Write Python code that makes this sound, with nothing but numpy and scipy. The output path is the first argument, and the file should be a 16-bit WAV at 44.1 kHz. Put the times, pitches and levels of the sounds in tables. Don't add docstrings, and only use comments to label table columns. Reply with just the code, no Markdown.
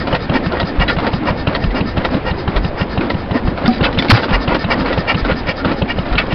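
import sys
import numpy as np
from scipy import signal
from scipy.io import wavfile
from scipy.ndimage import uniform_filter1d

SR = 44100
rng = np.random.default_rng(int(sys.argv[2]) if len(sys.argv) > 2 else 0)


def boost(x):
    u = np.asarray(x, float) / 20
    return 10 ** u


def pcm_store(signal):
    levels = np.round(np.clip(np.atleast_2d(signal), -1, 1) * 32767)
    wavfile.write(sys.argv[1], SR, levels.astype(np.int16).T)


N = 279594


def evened(x):
    return x / np.sqrt(np.mean(x ** 2) + 1e-20)


def steadied(x, share):
    return evened(x / (uniform_filter1d(x ** 2, size=500) + .02) ** (share / 2))


def clock(s):
    return np.arange(round(s * SR)) / SR


def curve(points):
    return np.interp(np.arange(N) / SR, *np.transpose(points))


def add(mix, s, sound):
    at = round(s * SR)
    sound = sound[max(-at, 0):]
    part = mix[max(at, 0):][:len(sound)]
    part += sound[:len(part)]


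def band(lo_hz, hi_hz):
    sos = signal.butter(2, [lo_hz, hi_hz], "band", fs=SR, output="sos")
    return evened(signal.sosfilt(sos, rng.standard_normal(N)))


def resonate(x, hz, width_hz):
    turn = np.exp(2j * np.pi * np.cumsum(hz * np.ones(len(x))) / SR)
    r = np.exp(-np.pi * width_hz / SR)
    return 2 * (turn * signal.lfilter([1 - r], [1, -r], x / turn)).real


def struck(t, hz, db, t60):
    return boost(db - 60 * t / t60) * np.sin(2 * np.pi * hz * t)


def gusts(per_s, spread_db):
    flutter = uniform_filter1d(rng.standard_normal(N), max(int(SR / per_s), 1))
    return boost(spread_db * evened(flutter))


def swells(rows, sharp):
    flow = np.zeros((len(rows[0]) - 2, N))
    for s, *level_db, length_s in rows:
        t = clock(length_s)
        for part, db in zip(flow, level_db):
            add(part, s - length_s / 2, boost(db) * np.sin(np.pi * t / length_s) ** sharp)
    return flow


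def pipe(modes, lo_hz, hi_hz, hiss_db):
    air, tones = rng.standard_normal(N), np.zeros(N)
    for k, (hz, width_hz, db) in enumerate(modes):
        if lo_hz < hz < hi_hz:
            tones += (-1) ** k * boost(db) / np.sqrt(width_hz) * resonate(air, hz, width_hz)
    return evened(evened(tones) + boost(hiss_db) * band(max(lo_hz, 900), hi_hz))


# (time [s], knock [dB], valve-seat whistle [dB], lower pipe tones [dB])
CAM = [(-.29, -6, -28.5, -22), (0.1485, -7.5, -30, -25), (0.599, -5, -29, -24), (1.0663, -6, -29.5, -27.5),
       (1.549, -6, -30.5, -27), (2.048, -4, -32.5, -30), (2.5631, -6, -31, -29), (3.101, -7.5, -35, -30),
       (3.658, -7.5, -34, -28), (4.17, -13, -26, -24), (4.5466, -4.5, -27, -23.5),
       (4.927, -6.5, -26, -22.5), (5.312, -18, -29, -24.5), (5.7156, -9.5, -32.5, -27),
       (6.126, -12, -40, -18), (6.54, -9, -38, -30)]
DRAW_AT = (0.18, 0.686)


def draws():
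    rows = []
    for (s, _, seat_db, low_db), after in zip(CAM, CAM[1:]):
        turn_s = after[0] - s
        rows += [(s + at * turn_s, seat_db, low_db, 0.18 * turn_s) for at in DRAW_AT]
    return rows


# (centre [s], low tones [dB], upper tones [dB], treble [dB], length [s])
BLOWS = [(0.359, -19.5, -23.5, -30.5, 0.068), (0.822, -17, -23, -32, 0.057),
         (1.286, -21.5, -25.5, -33, 0.07), (1.775, -20.5, -29, -32.5, 0.072),
         (2.284, -23, -30.5, -35, 0.081), (2.811, -23.5, -31.5, -34.5, 0.092),
         (3.365, -22, -38, -39, 0.092), (4.345, -15, -21.5, -28.5, 0.057),
         (4.722, -15, -22.5, -25.5, 0.057), (5.103, -14, -16.5, -27.5, 0.067),
         (5.495, -19.5, -21, -30.5, 0.078), (5.905, -22.5, -22.5, -34, 0.063),
         (6.322, -25, -26.5, -36.5, 0.057)]
# (centre [s], low [dB], upper [dB], treble [dB], length [s])
GASPS = [(0.153, -29, -24, -39.5, 0.019), (0.898, -18.5, -22, -29, 0.065), (3.853, -22, -19, -27.5, 0.076),
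         (4.171, -22.5, -26, -27.5, 0.12), (4.525, -25, -33, -44, 0.046), (4.9, -31, -35, -43, 0.13),
         (5.31, -19.5, -30, -50, 0.081), (5.69, -30.5, -35, -45, 0.1), (6.19, -19.5, -17, -35, 0.046),
         (3.735, -35.5, -33, -35, 0.14), (6.215, -25, -28, -41, .05)]
# (frequency [Hz], width [Hz], level [dB])
PIPE_OUT = [(547, 130, 1), (936, 210, 6), (1399, 12, 1.5), (1850, 69, 5.5), (2294, 58, 5), (2815, 50, 4.5),
            (3250, 41, -6), (3540, 59, -25), (4440, 83, -13.5), (4503, 140, -14.5), (5064, 180, -14.5)]
# (frequency [Hz], width [Hz], level [dB])
PIPE_IN = [(1300, 90, 0), (1800, 17, 0.5), (2210, 48, -7), (2770, 60, -18), (3150, 42, -24),
           (3780, 70, -13), (4250, 98, -12.5), (4920, 200, -8.5)]
# (frequency [Hz], width [Hz], level [dB])
INLET = [(1429, 19, -1.5), (1995, 74, -4.5), (2260, 40, -4), (2520, 32, -11), (2625, 18, -4.5),
         (3040, 32, -8.5), (3350, 32, -10), (3900, 110, -10.5), (4760, 42, -14)]


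def breathing():
    parts_hz = [(400, 2100), (2100, 3500), (3500, 5600)]
    tones = np.array([pipe(PIPE_OUT, lo, hi, db) for (lo, hi), db in zip(parts_hz, (-13.0, -14.0, -3.0))])
    hiss = np.array([pipe(INLET, lo, hi, -4) for lo, hi in parts_hz])
    out = (swells(BLOWS, 1.48) * tones).sum(0) * gusts(250, 0.73)
    out += (swells(GASPS, 2.3) * hiss).sum(0) * gusts(150, 1.6)
    seat, lower = swells(draws(), 0.99)
    back = seat * pipe(PIPE_IN, 2900, 6700, -1.3) + lower * pipe(PIPE_IN, 890, 3500, -17.5)
    return boost(0.5) * out + boost(-4.5) * back * gusts(200, 0.54)


# (centre [s], frequency [Hz], level [dB], length [s])
SINGS = [(.355, 882, -17, .025), (.359, 1844, -19, .025), (.365, 261, -14.5, .07), (.43, 254, -20, .06),
         (.535, 350, -15.5, .035), (.61, 949, -18, .025), (.823, 2842, -18, .035), (.826, 1900, -17, .035),
         (.886, 2885, -22, .015), (.894, 1800, -17, .02), (1.555, 4400, -22, .014),
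         (1.552, 3840, -23, .014), (1.63, 1850, -26, .045), (1.765, 2800, -23, .03),
         (1.783, 1900, -23, .03), (2.055, 1276, -19, .02), (3.015, 330, -13.5, .025),
         (3.105, 2045, -15, .016), (3.104, 615, -17, .012), (3.66, 1378, -17, .025),
         (3.664, 2150, -21, .015), (3.843, 1808, -16.5, .018), (3.849, 2520, -20, .015),
         (3.851, 3509, -19, .015), (3.853, 1263, -16, .02), (3.871, 1485, -17, .02),
         (4.003, 1981, -20, .018), (4.111, 1184, -13, .015), (4.112, 2040, -11.5, .018),
         (4.107, 4494, -16, .014), (4.179, 796, -13, .02), (4.346, 2540, -22, .02), (4.352, 2026, -17, .02),
         (4.356, 1102, -16, .02), (4.546, 2368, -20, .015), (4.554, 944, -14, .02),
         (4.741, 1920, -17, .025), (4.911, 539, -12, .03), (5.086, 2330, -19, .03), (5.094, 1340, -16, .02),
         (5.098, 2820, -16, .025), (5.114, 1330, -18, .02), (5.118, 2310, -17.5, .025),
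         (5.31, 560, -15, .025), (5.905, 1870, -18, .04), (5.912, 2850, -22.5, .035),
         (6.154, 1399, -20, .025), (6.186, 1225, -16, .02), (6.2, 640, -20, .025)]


def sings():
    mix = np.zeros(N)
    for s, hz, db, length_s in SINGS:
        t = clock(length_s)
        swell = np.sin(np.pi * t / length_s) ** 2
        add(mix, s - length_s / 2, boost(db) * swell * np.sin(2 * np.pi * hz * t))
    return mix


# (centre [s], level [dB], length [s])
BOOMS = [(.08, -19, 0.21), (.35, -13, 0.15), (.5, -23.5, 0.47), (.73, -17, 0.15), (.9, -16.5, 0.12),
         (1.05, -14.5, 0.14), (1.245, -13, 0.11), (1.45, -23, 0.94), (1.82, -16.5, 0.23),
         (2.05, -20.5, 0.07), (2.15, -10, .12), (2.34, -23, 0.054), (2.55, -17, 0.24), (2.83, -35, 0.26),
         (3.05, -14, 0.28), (3.36, -10.5, 0.066), (3.48, -17, 0.19), (3.63, -25.5, 0.11),
         (3.88, -17.5, 0.63), (4.08, -18.5, .24), (4.34, -17.5, 0.44), (4.54, -12.5, 0.14),
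         (4.79, -14.5, 0.29), (4.93, -15, 0.092), (5.27, -18, 0.41), (5.68, -14, 0.14), (5.98, -22.5, 1),
         (6.27, -31, 0.5)]
# (centre [s], level [dB], length [s])
ROARS = [(.14, -7.5, 0.096), (.35, -9.5, 0.13), (.55, -12, 0.14), (.8, -15.5, 0.22), (.91, -12.5, 0.085),
         (1.06, -8, 0.12), (1.28, -10.5, 0.17), (1.52, -12.5, 0.12), (1.775, -15.5, 0.13), (2.03, -17, 0.2),
         (2.15, -14, 0.14), (2.28, -15.5, .1), (2.55, -15, 0.14), (2.8, -16.5, 0.15), (3.04, -17.5, 0.21),
         (3.36, -17.5, 0.12), (3.49, -20, 0.1), (3.63, -16.5, 0.1), (3.87, -12, 0.22), (4.16, -10.5, 0.21),
         (4.33, -10, 0.2), (4.53, -8.5, 0.14), (4.71, -11, 0.098), (4.84, -13.5, 0.48), (5.1, -22.5, 0.6),
         (5.31, -8, 0.088), (5.49, -20, 0.094), (5.69, -15.5, 0.11), (5.93, -31, 0.93), (6.22, -22.5, 0.51)]


def churn():
    cavity_hz, slide_hz, slide_at_turns = 252.3, 12, .4
    turns = curve([(row[0], k) for k, row in enumerate(CAM)])
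    hz = cavity_hz + slide_hz * np.cos(2 * 2 * np.pi * (turns - slide_at_turns))
    air = rng.standard_normal(N)
    hum = steadied(evened(resonate(resonate(air, hz, 100), hz, 150)), .6)
    boom = hum * (swells(BOOMS, 1.3)[0] + boost(-31.5))
    roar = evened(resonate(air, 2 * hz, 45)) * boost(-2.0) + band(260, 1290)
    roar *= swells(ROARS, 2.17)[0] + boost(-30)
    return (boost(-7.5) * boom + boost(-11.0) * roar) * gusts(120, 2.1)


# (time [s], peak [dB], ring [Hz])
PUSHROD = [(0.072, -12, 2400), (0.5203, -16.5, 1520), (0.985, -11, 2100), (1.4708, -13, 2820),
           (1.9683, -15, 1600), (2.477, -17, 1740), (3.0088, -15.5, 2140), (3.575, -16, 2260),
           (4.046, -13.5, 1800), (4.479, -12.5, 2100), (4.86, -12.5, 2230), (5.248, -11.5, 1490),
           (5.6467, -11.5, 1490), (6.0555, -18.5, 2040)]
# (time [s], peak [dB], ring [Hz], clunk over peak [dB], rebound [dB])
CLACKS = [(0.8837, -9.5, 3350, -39, -2), (1.705, -20.5, 1980, -6, 0), (3.678, -11.5, 4960, -15.5, -13),
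          (3.7803, -23, 2040, -17, -15), (3.8274, -21, 2180, -18, -16), (3.84, -5, 3200, -6, 0),
          (3.927, -13.5, 1900, -9, -13), (3.9464, -19, 3060, -4, -17), (3.9881, -2, 2160, -3, -8),
          (4.0227, -7, 2290, 2, -14), (4.0833, -9, 2200, -11.5, -15), (4.232, -7.5, 1540, 3.5, -1.5),
          (4.2908, -13, 1510, -18, 0), (6.1808, -1.5, 2480, -9, -7), (6.2685, -25, 5000, -18, -25)]


def hits():
    latch = [(s, db, 1900, 3.5, -3, 0.081) for s, db, *_ in CAM if 0 < s < N / SR]
    rod = [(*row, 7.5, -2.5, 0.11) for row in PUSHROD]
    return latch + rod + [(*row, 0.079) for row in CLACKS]


# (frequency [Hz], level [dB], t60 [s])
CASTING = [(564, -0.5, 0.038), (673, 1.5, 0.029), (964, -5.5, 0.067), (1416, 2, 0.022)]
# (time [s], frequency [Hz], level [dB], t60 [s])
PIPE_RING = [
    (3.6802, 233, 1.5, 0.085),
    (3.6802, 236, -8, .3),
    (3.68, 748, -5.5, 0.14),
    (3.1, 450, -22, 0.088),
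]
# (time [s], frequency [Hz], level [dB], t60 [s])
THUDS = [(.126, 550, -13, .03), (1.637, 600, -16, .025), (2.476, 650, -15, .025), (2.565, 560, -13, .03),
         (3.806, 420, -11, .02), (4.976, 520, -13, .03), (5.08, 540, -12, .04), (5.478, 615, -13, .03),
         (5.647, 520, -9, .04), (5.648, 1300, -10, .012), (4.9765, 1000, -11, .01), (4.642, 900, -12, .01),
         (5.984, 560, -14, .03), (5.817, 550, -13, .04)]
# (time [s], frequency [Hz], level [dB], t60 [s])
ROCKS = [(2.27, 60, -20, .2), (3.83, 50, -18, .25), (3.96, 55, -18, .2), (4.52, 55, -17, .25),
         (4.69, 50, -18, .25), (5.41, 45, -18, .25), (5.97, 50, -16, .25)]


def knocks():
    mix, t, rows = np.zeros(N), clock(.15), hits()
    bands_hz = (1900, 3920), (1200, 8000), (240, 1300)
    crack, rattle, rumble = (np.pad(band(lo, hi), (0, len(t))) for lo, hi in bands_hz)
    for (s, db, hz, clunk_db, rebound_db, t60), luck in zip(rows, rng.random((len(rows), 6))):
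        at = slice(round(s * SR), round(s * SR) + len(t))
        blow = boost(-7.5) * crack[at] * boost(-60 * t / 0.03) + struck(t, hz, -6, 0.036)
        for (mode_hz, mode_db, ring_s), u in zip(CASTING, luck[2:]):
            blow = blow + struck(t, mode_hz * (0.94 + 0.094 * u), clunk_db + mode_db - 8.5, ring_s)
        blow = blow * np.minimum(t / .0022, 1)
        trail = boost(-12.0) * rattle[at] + boost(clunk_db - 9.0) * rumble[at]
        trail = trail * boost(-60 * t / t60) * np.minimum(t / 0.019, 1)
        add(mix, s - .0045, boost(db + rebound_db - 8.5) * blow)
        add(mix, s, boost(db) * (blow + trail))
        add(mix, s + 0.0045 + 0.0052 * luck[0], boost(db + rebound_db - 2.5) * blow)
        add(mix, s + .011 + .005 * luck[1], -boost(db + rebound_db - 8.5) * blow)
    for s, hz, db, t60 in PIPE_RING + THUDS + ROCKS:
        add(mix, s, struck(clock(.3), hz, db, t60))
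    return mix


# (time [s], peak [dB], ring [Hz])
SNAPS = [(0.0717, -18, 4400), (0.1161, -23, 3360), (0.1476, -18, 3820), (0.3401, -12, 3350),
         (0.5217, -19, 4390), (0.601, -15, 4700), (0.7981, -19, 3440), (1.0675, -22, 3670),
         (1.5502, -15, 3900), (1.7479, -23, 3840), (2.05, -13, 3860), (2.5656, -12, 3780),
         (3.0081, -25, 3840), (3.1004, -14, 4260), (3.5673, -28, 3210), (3.6788, -8.5, 4900),
         (3.7808, -22, 4500), (3.8287, -14, 4400), (3.9469, -22, 4040), (3.9874, -1, 3530),
         (4.0228, -18, 3470), (4.0462, -21, 3660), (4.0841, -14, 4370), (4.095, -3, 4300),
         (4.2353, -20, 3850), (4.4797, -15, 3200), (4.5457, -14, 4200), (4.593, -20, 4940),
         (4.7112, -14, 4860), (4.8594, -16, 4330), (5.0873, -18, 3250), (5.247, -23, 3230),
         (5.4834, -16, 3340), (5.5692, -21, 4820), (5.6476, -23, 3500), (5.8785, -21, 3340),
         (6.0282, -24, 3830), (6.1823, -11, 3370), (6.2677, -25, 3250)]
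# (time [s], frequency [Hz], level [dB], t60 [s])
VALVE_RING = [(3.989, 3480, -9, 0.027), (3.9932, 3510, -4, 0.037), (3.9932, 5500, -15, 0.026),
              (.8995, 1420, -12, .06), (.879, 3973, -17.5, 0.075), (4.514, 975, -10, .07),
              (4.415, 1090, -18.5, .05), (5.6, 1400, -19, 0.14), (6.181, 2250, -6.5, .04),
              (.128, 2950, -15, .04), (.57, 1880, -22, .12), (.612, 3900, -19, .04), (.01, 1900, -19, .06),
              (5.672, 290, -12, .1), (5.72, 330, -15, .08), (4.78, 275, -14, .08), (4.545, 320, -15, .08),
              (6.186, 2580, -8, .04), (6.178, 2900, -13, .03), (3.838, 3000, -13, .05),
              (3.008, 2500, -19.5, .04), (2.93, 1700, -23.5, 0.092)]


def snaps():
    mix, t = np.zeros(N), clock(.05)
    for (s, db, hz), grit in zip(SNAPS, rng.standard_normal((len(SNAPS), len(t)))):
        splinter = boost(-3.0) * np.diff(grit, prepend=0) * boost(-60 * t / 0.011)
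        add(mix, s, boost(db - 2) * (splinter + struck(t, hz, -2, .016)) * np.minimum(t / .0006, 1))
    t = clock(.1)
    for s, hz, db, t60 in VALVE_RING:
        add(mix, s, struck(t, hz, db, t60) * np.minimum(t / 0.0017, 1))
    return mix


# (time [s], level [dB])
NEAR = [
    (0, -0.5),
    (3.5, -4.5),
    (4.2, 1.5),
    (5.2, 3.5),
    (5.7, -1),
    (6.34, 2),
]


def chatter():
    ticks_per_s, lift_db, parts = 2200, 4, 16
    lift = swells([(s + 0.047, lift_db, .1) for s, *_ in PUSHROD], 0.57)[0] + 1
    size = boost(3.2 * np.minimum(rng.exponential(1, N), 3.5)) * (rng.random(N) < ticks_per_s / SR)
    part, t, ticks = rng.integers(0, parts, N), clock(.02), np.zeros(N)
    for k, hz in enumerate(np.geomspace(1300, 4800, parts)):
        ring = struck(t, hz, -5.0 * np.log2(hz / 2000), .008)
        ticks += signal.oaconvolve(size * (part == k), ring)[:N]
    return boost(-39.5 + curve(NEAR)) * lift * evened(ticks)


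def sweep(from_hz, to_hz, glide_s, rise_s, t60):
    t = clock(.2)
    turns = to_hz * t - (to_hz - from_hz) * glide_s * (1 - np.exp(-t / glide_s))
    return -np.sin(2 * np.pi * turns) * (1 - np.exp(-t / rise_s)) * boost(-60 * t / t60)


def bang():
    from_hz, to_hz, fall_s = 2500, 1080, 0.015
    mix, t = np.zeros(N), clock(0.079)
    gas = band(700, 5300)[:len(t)]
    jet_hz = to_hz + (from_hz - to_hz) * np.clip(1 - t / fall_s, 0, 1)
    jet = evened(resonate(gas, jet_hz, 700)) + boost(-2.0) * gas
    blast = jet * np.where(t < .02, 1, boost(-7 - 60 * (t - .02) / .2)) * np.minimum(t / .0015, 1)
    add(mix, 4.0968, struck(t, 240, 10, .03))
    add(mix, 4.0998, boost(-5) * blast)
    add(mix, 4.1205, -boost(13) * sweep(45, 117, .0055, .001, .095))
    return mix


# (time [s], push over usual [dB], spit over usual [dB])
FIRINGS = [(0.13, 0.1, 0.2), (0.2974, 0, 0.5), (0.4634, -1.5, -1.5), (0.6311, -0.5, -4), (0.7997, 1.2, 2),
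           (0.968, -1.2, -1), (1.1356, 0, -1), (1.3045, -0.7, -2.9), (1.4741, 1, 3.5), (1.6406, 0.5, 1),
           (1.809, 1, 1.5), (1.977, 0.3, 3.6), (2.1437, -1, 0.5), (2.3112, -2.5, -0.5), (2.4803, 0.5, -2.2),
           (2.6475, 0, -0.5), (2.8125, 0.7, -1), (2.978, -0.5, 0), (3.1454, -2, -6), (3.3126, -0.5, -0.5),
           (3.4777, 0.5, -5), (3.6433, -1.8, -15), (3.811, 1.5, 0), (3.9773, 0, 3), (4.144, -4.5, -6),
           (4.3096, 0.1, 0), (4.479, -1.5, 1.5), (4.645, 0.5, 2.5), (4.8104, -5, -2.4), (4.979, 0.5, -1),
           (5.1471, 0, 5.5), (5.315, -2, 2), (5.4827, -3.5, 1), (5.6524, -0.5, 0.5), (5.8212, 1.6, 5),
           (5.988, -1.5, -1), (6.156, -2, 4), (6.3249, -1.5, 2)]


def firings():
    usual_db, uneven_db = [-9.5, -18.5], 0.23
    rows = np.array(FIRINGS)
    level_db = rows[:, 1:] + usual_db + uneven_db * rng.standard_normal((len(rows), 2))
    return np.column_stack([rows[:, 0], level_db])


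def fast_neighbour():
    mix, t, front = np.zeros(N), clock(0.074), clock(0.0026)
    gas = resonate(band(2400, 3400), 2800, 450) + boost(-8) * resonate(band(3400, 4300), 3850, 500)
    gas, slap = np.pad(gas, (0, len(t))), np.pad(band(270, 1300), (0, len(t)))
    ramp = (.35 + .65 * front / front[-1]) * np.minimum((front[-1] - front) / .0004, 1)
    pulse = sweep(20, 190, 0.0047, .002, 0.085) * np.clip((.023 - clock(.2)) / .006, 0, 1)
    for s, push_db, spit_db in firings():
        at = slice(round(s * SR), round(s * SR) + len(t))
        add(mix, s - .0038, boost(push_db - 1) * ramp)
        add(mix, s - .0035, boost(push_db - 7) * slap[at] * np.minimum(t / .001, 1) * boost(-60 * t / .045))
        add(mix, s - .0025, struck(t, 560, push_db - 13, .03))
        add(mix, s - .002, boost(spit_db + 5) * gas[at] * t / .0035 * np.exp(-t / 0.0033))
        add(mix, s + .0009, boost(push_db + 5) * pulse)
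        add(mix, s + .006, boost(push_db - 8) * np.hanning(round(.006 * SR)))
        add(mix, s + .0185, struck(t, 230, push_db - 10, .09))
    return mix


# (time [s], level [dB])
THUMPS = [
    (-.1, -33),
    (0.785, -8.5),
    (1.675, -10),
    (2.563, -9.5),
    (3.449, -12),
    (4.336, -8.5),
    (5.226, -12.5),
    (6.119, -10),
]


def slow_neighbour():
    mix = np.zeros(N)
    pulse = sweep(38, 45, .01, 0.0041, 0.37) * np.clip((.11 - clock(.2)) / 0.029, 0, 1)
    for s, db in THUMPS:
        add(mix, s - .003, -boost(db - 3.5) * np.hanning(round(.011 * SR)))
        add(mix, s - .003, boost(db + 2.0) * pulse)
    return mix


# (frequency [Hz], density [dB per Hz])
YARD = [(12, -28.5), (20, 6), (192, -3.5), (530, -6.5), (978, -13), (1200, -17.5), (2030, -20.5),
        (5600, -40)]
# (time [s], level [dB])
YARD_LEVEL = [(0, 0), (1, 0), (2, 0), (3, -1), (3.6, -1), (4.2, -1), (4.8, -1), (5.4, 0), (5.9, -2),
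              (6.34, 0)]


def yard():
    frames, hz = N // 256 + 5, np.fft.rfftfreq(1024, 1 / SR)
    a, b, patches = rng.standard_normal((frames, 513, 3)).T
    patches = evened(uniform_filter1d(uniform_filter1d(patches, 8, 0), 8, 1))
    f, level_db = np.transpose(YARD)
    shape_db = np.interp(np.log(hz + 1), np.log(f + 1), level_db)
    patchy_db = 2.0 * np.clip(hz / 400, .3, 1)
    z = (a + 1j * b) * boost(shape_db[:, None] + patchy_db[:, None] * patches)
    noise = evened(signal.istft(z, nperseg=1024, noverlap=768)[1][:N])
    return boost(-22 + curve(YARD_LEVEL)) * noise


def scene():
    engine = breathing() + sings() + churn() + knocks() + snaps() + chatter() + bang()
    return (engine + fast_neighbour() + slow_neighbour() + yard())[None]


def low_pass(x):
    return signal.sosfilt(signal.butter(12, 15870, fs=SR, output="sos"), x)


def record(dry):
    edge = signal.firwin(181, 5400, window=("kaiser", 3), fs=SR)
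    image = signal.firwin(145, 5520, window=("kaiser", 10), fs=SR)
    smooth = signal.oaconvolve(dry, edge[None], "same")
    sparse = np.zeros_like(dry)
    sparse[:, ::4] = 4 * np.clip(smooth[:, ::4], -.61, .66)
    full = signal.oaconvolve(sparse, image[None], "same")
    return low_pass(np.clip(full, -.72, .74))


dry = scene()
out = record(dry)
pcm_store(out)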